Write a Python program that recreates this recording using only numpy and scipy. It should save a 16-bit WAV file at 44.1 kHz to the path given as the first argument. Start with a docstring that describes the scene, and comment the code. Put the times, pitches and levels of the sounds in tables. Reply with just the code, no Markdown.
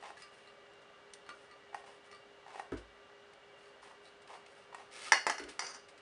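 """At a cloth-covered bench, in a small room with a humming fan, hands work a pipe cutter round a thin tube.
Fingers rub the tube by stick-slip friction and knock it at each tug. Light impacts make metal clink and
the cutter tick, and a hand bumps the bench, exciting its low modes. Near the end a fingertip squeaks,
the scored wall fractures in a few sharp snaps that set the tube ringing, and the cut edges scrape."""
import sys
import numpy as np
from scipy import signal
from scipy.fft import rfft, irfft, next_fast_len
from scipy.io import wavfile
from scipy.ndimage import uniform_filter1d

SR = 44100
rng = np.random.default_rng(int(sys.argv[2]) if len(sys.argv) > 2 else 0)


def digitize_waveform(pressure):
    """Quantize a signal to 16-bit integers and store it at the path in sys.argv[1].

    Rows of a 2-D input are taken as channels; values are limited to [-1, 1].
    """
    field = np.atleast_2d(pressure).T
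    bounded = np.clip(field, -1, 1)
    quanta = np.round(bounded * 32767).astype(np.int16)
    wavfile.write(sys.argv[1], SR, quanta)


N = 265041
BAND_LIMIT_HZ = 10800

# Levels in the tables are relative; a tilt is a spectral slope in dB per octave.
# The fan's fainter tones. Each row: frequency in Hz, bandwidth in Hz, level in dB.
FAN_TONES = [(410, 10, -76), (549, 46, -72), (814, 7.2, -86), (1179, 10, -74), (1947, 14, -75),
             (2286, 29, -76), (2793, 26, -76.5), (2858, 47, -75.5)]
# Hands slide on tube and cutter. Each row: start in seconds, length in seconds, level in dB, swell in dB.
HAND_SLIDES = [(0, 0.1, -67, 0.5), (.165, 0.052, -64, -0.5), (.305, .2, -68, -11), (1.33, 0.12, -73.5, 0),
               (1.74, .06, -64.5, -5), (1.85, .11, -65.5, -9), (2.04, 0.03, -71, 1),
               (2.46, .14, -75.5, 11.5), (3.57, .11, -76, 3), (3.815, 0.086, -61.5, -9.5),
               (4.02, .06, -72.5, 0), (4.27, 0.087, -71.5, 6), (4.46, 0.17, -73.5, 1.5),
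               (4.75, 0.11, -65, -10.5), (4.905, 0.18, -56.5, 6), (5.483, 0.026, -56, -1)]
# Fingers tug the tube. Each row: catch and release times in seconds, levels of catch, drag and release
# in dB, tilt of the release, grip resonance in Hz.
TUGS = [(0.026, 0.058, -40.5, -48, -46, 2, 945), (0.074, 0.1035, -45, -54, -37.5, 3.5, 806),
        (1.729, 1.745, -44, -56, -27.5, 3, 785), (1.839, 1.894, -45.5, -59, -50, -4, 786),
        (2.463, 2.557, -42, -54, -34.5, 0, 772), (2.577, 2.596, -41.5, -49.5, -28, 3, 760),
        (3.829, 3.911, -42, -59, -43.5, -0.5, 1070), (4.283, 4.353, -48, -51.5, -39.5, -1.5, 1100),
        (4.727, 4.7462, -42, -57, -32, 4.5, 1000), (4.784, 4.816, -47, -54.5, -48, 0, 900)]
# Metal touches the tube. Each row: start in seconds, level in dB, tilt, ping in Hz, ping level in dB.
CLINKS = [(.17, -46.5, -2.5, 1700, 2), (.2215, -41, .5, 4940, -4.5), (.474, -48.5, -3, 3980, 0),
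          (1.264, -48.5, -2.5, 4000, -13), (1.291, -34, -2.5, 1432, -2), (1.512, -46, -2.5, 4640, -13),
          (2.114, -47.5, 3, 1985, 3), (2.128, -44, -4.5, 4660, -19), (2.148, -48.5, 0, 4550, 1),
          (3.656, -55.5, 2, 4560, 9), (4.054, -49.5, 2, 3950, -4), (4.075, -55.5, 4, 3940, -5)]
# The cutter ticks and scuffs. Each row: start in seconds, level in dB, tilt, T60 in seconds.
TICKS = [(.735, -60, 2, .04), (.817, -59, 0, 0.056), (1.1362, -39, 5, 0.031), (2.77, -48.5, -1, 0.15),
         (3.334, -51.5, -2.5, 0.034), (4.219, -54.5, -0.5, .06), (4.275, -49, -3.5, 0.062),
         (4.463, -47.5, -4, .04), (5.438, -42.5, 0, 0.026), (5.492, -41.5, 2.5, 0.059),
         (5.885, -50, -0.5, 0.13), (5.977, -53, -1, 0.066)]
# A hand bumps the bench. Each row: start in seconds, level in dB, tilt, frame level in dB.
BUMPS = [(2.7205, -27.5, 0.5, -11.5), (2.7325, -38.5, 3, -13), (5.397, -32.5, 5.5, -32),
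         (5.411, -46, 5, -42), (5.428, -42.5, 0.5, -26), (5.445, -45, 3, -36), (5.478, -41.5, 3.5, -29)]
# The wall cracks. Each row: start in seconds, level in dB, tilt, splintering in dB, edge ring in dB.
SNAPS = [(5.1208, -8, 1.5, -1.5, -12.5), (5.267, -17.5, 0, 8, -34), (5.2975, -20.5, 0.5, 5.5, -30),
         (5.382, -32.5, 2, -3, -26), (5.593, -24.5, 1, 2, 0), (5.622, -35.5, -0.5, 11, -13),
         (5.6665, -33.5, 0.5, 1, 11), (5.746, -41.5, 3.5, 6, 8)]
# The cut edges grind. Each row: start in seconds, length in seconds, level in dB.
SCRAPES = [(5.615, 0.043, -45), (5.68, .028, -46.5), (5.732, 0.023, -47.5)]

# Normal modes. Each row: frequency in Hz, level in dB, T60 (time to fall 60 dB) in seconds.
HELD_TUBE_MODES = [(731, -2, 0.077), (908, 1, 0.014), (1082, -1.5, 0.048), (1530, -10, 0.045),
                   (1870, -10, 0.072), (2460, -17, 0.016), (2740, -21, 0.047), (4920, -31, 0.018)]
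METAL_MODES = [(1186, 1, 0.079), (1960, 0.5, 0.039), (2310, -9, .08), (2810, -4, 0.073), (3900, -17, 0.052),
               (4390, -10, 0.12), (4650, -13, 0.069), (5370, -17, 0.065), (6290, -23, 0.14),
               (8700, -17, 0.078)]
BENCH_MODES = [(139, -38, 0.051), (255, 0.5, 0.065), (304, 0, 0.061), (371, 1.5, 0.049), (477, -5, 0.036),
               (639, -8, 0.046), (995, -41, 0.015), (1480, -8, 0.033)]
FRAME_MODES = [(55, -9.5, .4), (124, -8, .2), (98, -1, .3)]
WALL_MODES = [(376, -21.5, 0.065), (495, -13, 0.08), (830, -3, 0.024), (1098, -5, 0.046),
              (1220, -6.5, 0.031), (1325, -6, 0.019), (1620, -7, 0.019), (2027, 5, 0.032),
              (2230, -5, 0.021), (2830, -4, 0.061), (3890, -16, 0.023), (5040, -3, .035),
              (5340, -3.5, 0.027), (5700, -6.5, 0.033), (6070, -8, 0.026), (7600, -24, .03),
              (8940, -14, .025)]
WHOLE_TUBE_MODES = [(4392, 0, .26), (4420, -3, .24), (4465, -2, .2), (4540, 0, .16)]  # sing on faintly after a crack
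RECOIL_MODES = [(1750, 0, .005)]  # the wall springs back
CUT_EDGE_MODES = [(4710, 2, 0.071), (5140, -5, 0.043), (5020, 5.5, 0.057), (5770, 4.5, 0.026),
                  (6100, -3, 0.024), (7120, -4.5, 0.046), (8860, -14, .04)]

# Noise spectra. Each row: frequency in Hz, spectral density in dB.
AIR_SPECTRUM = [(18, -52), (30, -18.5), (346, -11), (401, -7.5), (466, -8), (554, -5), (1030, -11),
                (1190, -9.5), (1600, -9), (2210, -15.5), (2560, -18), (2830, -14.5), (4630, -23.5),
                (9250, -36), (11000, -43.5), (14300, -85), (22000, -120)]
SLIDE_SPECTRUM = [(400, -7.5), (1500, 1), (2800, 1), (3700, -3), (5000, -2.5), (7500, -10), (9200, -5),
                  (11000, -20.5)]
DRAG_SPECTRUM = [(250, -27), (600, -4.5), (800, 0), (1080, -1.5), (1350, -14), (1900, -10), (3500, -19),
                 (5000, -24), (7500, -28.5), (9200, -35), (11000, -84)]
TICK_SPECTRUM = [(300, -15), (1200, -5), (2100, 9.5), (3200, 6), (5000, 6), (7000, -0.5), (9500, 2.5),
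                 (11000, -28)]
CLOTH_SPECTRUM = [(300, -3), (700, -9), (1100, 4), (1500, -2), (2100, -4.5), (3000, -15), (5000, -25),
                  (10000, -35)]
SPLINTER_SPECTRUM = [(100, -12), (330, -16), (520, -1), (700, 9), (900, 8.5), (1500, 7), (2100, 2),
                     (3000, -4), (3900, -11.5), (4900, -5), (6300, -6), (8000, -10), (10500, -18)]
SCRAPE_SPECTRUM = [(300, -5.5), (900, 0), (1450, 3.5), (2300, -6.5), (4100, -16), (4750, 3.5), (5400, -8),
                   (6200, -0.5), (7800, -23), (8900, -7), (11000, -34)]

# Reflections from near surfaces. Each row: delay in seconds, amplitude ratio.
ECHOES = [(.0023, 0.58), (.0047, 0.14), (0.013, 0.16), (.0158, 0.055), (0.02, 0.083)]
# The room's reverberation time. Each row: frequency in Hz, T60 in seconds.
ROOM_T60 = [(100, 0.13), (400, 0.27), (1500, 0.28), (5000, 0.33), (10000, 0.3)]
# The colour of the reverberation. 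Each row: frequency in Hz, gain in dB.
ROOM_SPECTRUM = [(60, 16.5), (150, -8), (280, 6.5), (1500, 2.5), (3000, 2.5), (6000, 1), (10000, 1.5)]


def amp(db):
    """Amplitude grows tenfold for every 20 dB."""
    return 10 ** (np.asarray(db) / 20)


def unit(x):
    """Normalisation to an rms of 1."""
    return x / np.sqrt(np.mean(x ** 2) + 1e-20)


def attack_unit(x):
    """Normalisation of a transient to an rms of 1 over its first 5 ms."""
    return x / np.sqrt(np.mean(x[:SR // 200] ** 2) + 1e-20)


def curve_at(points, hz):
    """Interpolation along a logarithmic frequency axis."""
    f, value = np.transpose(points)
    return np.interp(np.log(hz + 1), np.log(f + 1), value)


def add(mix, start_s, sound):
    """Superposition: a sound adds linearly to the mix from its start time."""
    part = mix[max(round(start_s * SR), 0):][:len(sound)]
    part += sound[:len(part)]


def colour(x, spectrum):
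    """Filtering multiplies the spectrum of x by a gain curve; the result has an rms of 1."""
    size = next_fast_len(len(x))
    gain = amp(curve_at(spectrum, np.fft.rfftfreq(size, 1 / SR)))
    return unit(irfft(rfft(x, size) * gain, size)[:len(x)])


def low_cut(x, hz, order):
    """A high-pass filter attenuates the bass by 6 dB per octave for each order."""
    return signal.sosfilt(signal.butter(order, hz, "high", fs=SR, output="sos"), x)


def brighten(x, tilt):
    """A minimum-phase filter tilts the spectrum causally, so nothing precedes the onset."""
    size = 2 * len(x)
    hz = np.clip(abs(np.fft.fftfreq(size, 1 / SR)), 100, BAND_LIMIT_HZ)
    log_gain = np.log(amp(tilt * np.log2(hz / hz.mean())))
    response = np.exp(np.conj(signal.hilbert(log_gain)))
    return np.fft.ifft(np.fft.fft(x, size) * response).real[:len(x)]


def ring(modes):
    """Free vibration is a sum of damped modes, here with neighbours in opposite phase."""
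    t = np.arange(SR // 2) / SR
    partials = ((-1) ** k * amp(db - 60 * t / t60) * np.sin(2 * np.pi * hz * t)
                for k, (hz, db, t60) in enumerate(modes))
    return attack_unit(sum(partials))


def burst(spectrum, t60):
    """A brief contact radiates broadband noise that decays exponentially."""
    t = np.arange(SR // 2) / SR
    noise = colour(rng.standard_normal(len(t)), spectrum)
    return attack_unit(noise * amp(-60 * t / t60))


def impacts(rows, sound, gain_db):
    """Transients superpose, each with its own level and tilt; further columns are passed to sound."""
    out = np.zeros(N)
    for start, db, tilt, *settings in rows:
        transient = attack_unit(brighten(sound(*settings), tilt))
        add(out, start, amp(db + gain_db) * transient)
    return out


def strokes(rows, rise_share, release_s):
    """The amplitude envelope of each stroke rises, holds or changes steadily, then decays."""
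    out = np.zeros(N)
    for start, length, db, *swell in rows:
        t = np.arange(0, length + 10 * release_s, 1 / SR)
        rise = np.minimum(t / (rise_share * length), 1)
        held = amp(db + sum(swell) * np.minimum(t / length, 1))
        release = np.exp(-np.maximum(t - length, 0) / release_s)
        add(out, start, held * rise * release)
    return out


def friction(envelope, spectrum, slips_per_s, hiss):
    """Sliding friction is a random train of tiny, uneven slips over a smooth hiss."""
    sizes = rng.uniform(-1.14, 1, N)
    slips = unit(sizes * (rng.random(N) < slips_per_s / SR))
    return envelope * colour(slips + hiss * rng.standard_normal(N), spectrum)


def fan_noise():
    """Moving air gives broadband noise; narrow bands of noise are heard as wavering tones."""
    hz = np.fft.rfftfreq(N, 1 / SR)
    power = sum((amp(db) * unit(1 / (1 + (2 * (hz - centre) / width) ** 2))) ** 2
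                for centre, width, db in FAN_TONES)
    tones = irfft(rfft(rng.standard_normal(N)) * np.sqrt(power), N)
    air = amp(-61.04) * colour(rng.standard_normal(N), AIR_SPECTRUM)
    return tones + air


def fan_hum(hz, drift_hz, db):
    """The fan's main tone is a sinusoid under slight, slow frequency modulation."""
    pitch = hz + drift_hz * unit(uniform_filter1d(rng.standard_normal(N), size=6000))
    return amp(db) * unit(np.sin(2 * np.pi * np.cumsum(pitch) / SR))


def rubbing():
    """Friction of skin on metal: hands slide lightly, and fingers drag more coarsely during each tug."""
    sliding = strokes(HAND_SLIDES, rise_share=0.14, release_s=0.024)
    pulls = [(catch, release - catch, drag_db) for catch, release, _, drag_db, *_ in TUGS]
    dragging = strokes(pulls, rise_share=0.1, release_s=0.006)
    slide = amp(0.5) * friction(sliding, SLIDE_SPECTRUM, slips_per_s=700, hiss=0.77)
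    drag = amp(-5) * friction(dragging, DRAG_SPECTRUM, slips_per_s=350, hiss=0.22)
    return slide + drag


def knocks(catch_tilt):
    """Each end of a tug excites the tube's hand-damped modes and a resonance set by the grip."""
    tube = ring(HELD_TUBE_MODES)

    def knock(grip_hz):
        return tube + amp(-3) * ring([(grip_hz, 0, 0.03)]) + amp(-25) * burst(TICK_SPECTRUM, t60=0.03)
    rows = []
    for catch, release, catch_db, _, release_db, release_tilt, grip_hz in TUGS:
        rows.append((catch, catch_db, catch_tilt, grip_hz))
        rows.append((release, release_db, release_tilt, grip_hz))
    return impacts(rows, knock, gain_db=-8.5)


def clinks(ping_t60):
    """Light impacts excite the metal's modes, each contact with a high ping of its own."""
    metal = ring(METAL_MODES)

    def clink(ping_hz, ping_db):
        ping = amp(ping_db) * ring([(ping_hz, 0, ping_t60)])
        return metal + ping + amp(-3.5) * burst(TICK_SPECTRUM, t60=0.014)
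    return impacts(CLINKS, clink, gain_db=-9.5)


def ticks():
    """Contact noise without resonance gives the cutter's dry clicks."""
    return impacts(TICKS, lambda t60: burst(TICK_SPECTRUM, t60), gain_db=-10)


def bench_bumps():
    """Soft impacts excite the bench top, with a puff from the cloth; heavy ones couple to the frame."""
    top, frame = ring(BENCH_MODES), ring(FRAME_MODES)

    def bump(frame_db):
        return top + amp(frame_db) * frame + amp(-10.5) * burst(CLOTH_SPECTRUM, t60=0.071)
    return impacts(BUMPS, bump, gain_db=-10.5)


def squeak(start_s, length_s, hz, waver, db):
    """Stick-slip oscillation of a fingertip gives an unsteady tone that swells and fades."""
    t = np.arange(0, length_s, 1 / SR)
    pitch = hz * (1 + waver * unit(uniform_filter1d(rng.standard_normal(len(t)), size=100)))
    envelope = amp(db) * np.sin(np.pi * t / length_s) ** 2
    out = np.zeros(N)
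    add(out, start_s, envelope * np.sin(2 * np.pi * np.cumsum(pitch) / SR))
    return out


def snaps():
    """Fracture jolts the wall, splinters briefly and leaves the tube and its fresh edge ringing."""
    recoil = low_cut(ring(RECOIL_MODES), hz=557, order=2)
    wall = ring(WALL_MODES) + amp(-24) * ring(WHOLE_TUBE_MODES) - amp(0.5) * recoil
    edge = ring(CUT_EDGE_MODES)

    def crack(splinter_db, edge_db):
        return wall + amp(splinter_db) * burst(SPLINTER_SPECTRUM, t60=0.03) + amp(edge_db) * edge
    return impacts(SNAPS, crack, gain_db=-8)


def scrapes():
    """Friction between the cut edges gives a dense train of slips."""
    envelope = strokes(SCRAPES, rise_share=0.25, release_s=0.012)
    return amp(-5.5) * friction(envelope, SCRAPE_SPECTRUM, slips_per_s=1300, hiss=0.89)


def room(x, wet_db, build_s=0.0085, early_boost=1.75, early_s=0.0079):
    """Reverberation by convolution: near echoes, a dense early cluster and a tail decaying band by band."""
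    t = np.arange(SR // 2) / SR
    hz, frame_s, bands = signal.stft(rng.standard_normal(len(t)), SR, nperseg=256)
    decay = amp(-60 * frame_s / curve_at(ROOM_T60, hz)[:, None])
    diffuse = signal.istft(bands * decay, SR)[1][:len(t)]
    onset = np.minimum(t / build_s, 1) ** 3 * (1 + early_boost * np.exp(-t / early_s))
    spectrum = rfft(diffuse * onset)
    # many paths add up to an even power in each narrow band
    spectrum /= np.sqrt(uniform_filter1d(abs(spectrum) ** 2, size=50))
    spectrum *= amp(curve_at(ROOM_SPECTRUM, np.fft.rfftfreq(len(t), 1 / SR)))
    fade = np.cos(np.pi / 2 * t / t[-1])
    response = amp(wet_db) * irfft(spectrum, len(t)) * fade
    response[0] += 1  # direct sound
    for delay, gain in ECHOES:
        add(response, delay, np.array([gain]))
    return signal.fftconvolve(x, response)[:N]


def scene():
    """The contact sounds reverberate in one room and superpose on the steady fan."""
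    fan = fan_noise() + fan_hum(hz=405.5, drift_hz=0.82, db=-67)
    fingertip = squeak(start_s=5.048, length_s=0.053, hz=1240, waver=0.0069, db=-52)
    tube = room(rubbing() + fingertip + scrapes(), wet_db=-3.5)
    tube += room(knocks(catch_tilt=1.7), wet_db=-10)
    tube += room(snaps(), wet_db=-5)
    cutter = room(clinks(ping_t60=0.058), wet_db=-3) + room(ticks(), wet_db=-12)
    held = low_cut(tube + cutter, hz=200, order=2)  # small bodies radiate little bass
    bench = room(bench_bumps(), wet_db=-4)
    return (fan + held + bench)[None]


def record(dry):
    """Band limiting: the microphone rolls off the bass and the recorder cuts the highest treble."""
    heard = low_cut(dry, hz=39.5, order=4)
    low_pass = signal.firwin(121, BAND_LIMIT_HZ, window=("kaiser", 7), fs=SR)
    return signal.oaconvolve(heard, low_pass[None], "same")


dry = scene()
out = record(dry)
digitize_waveform(out)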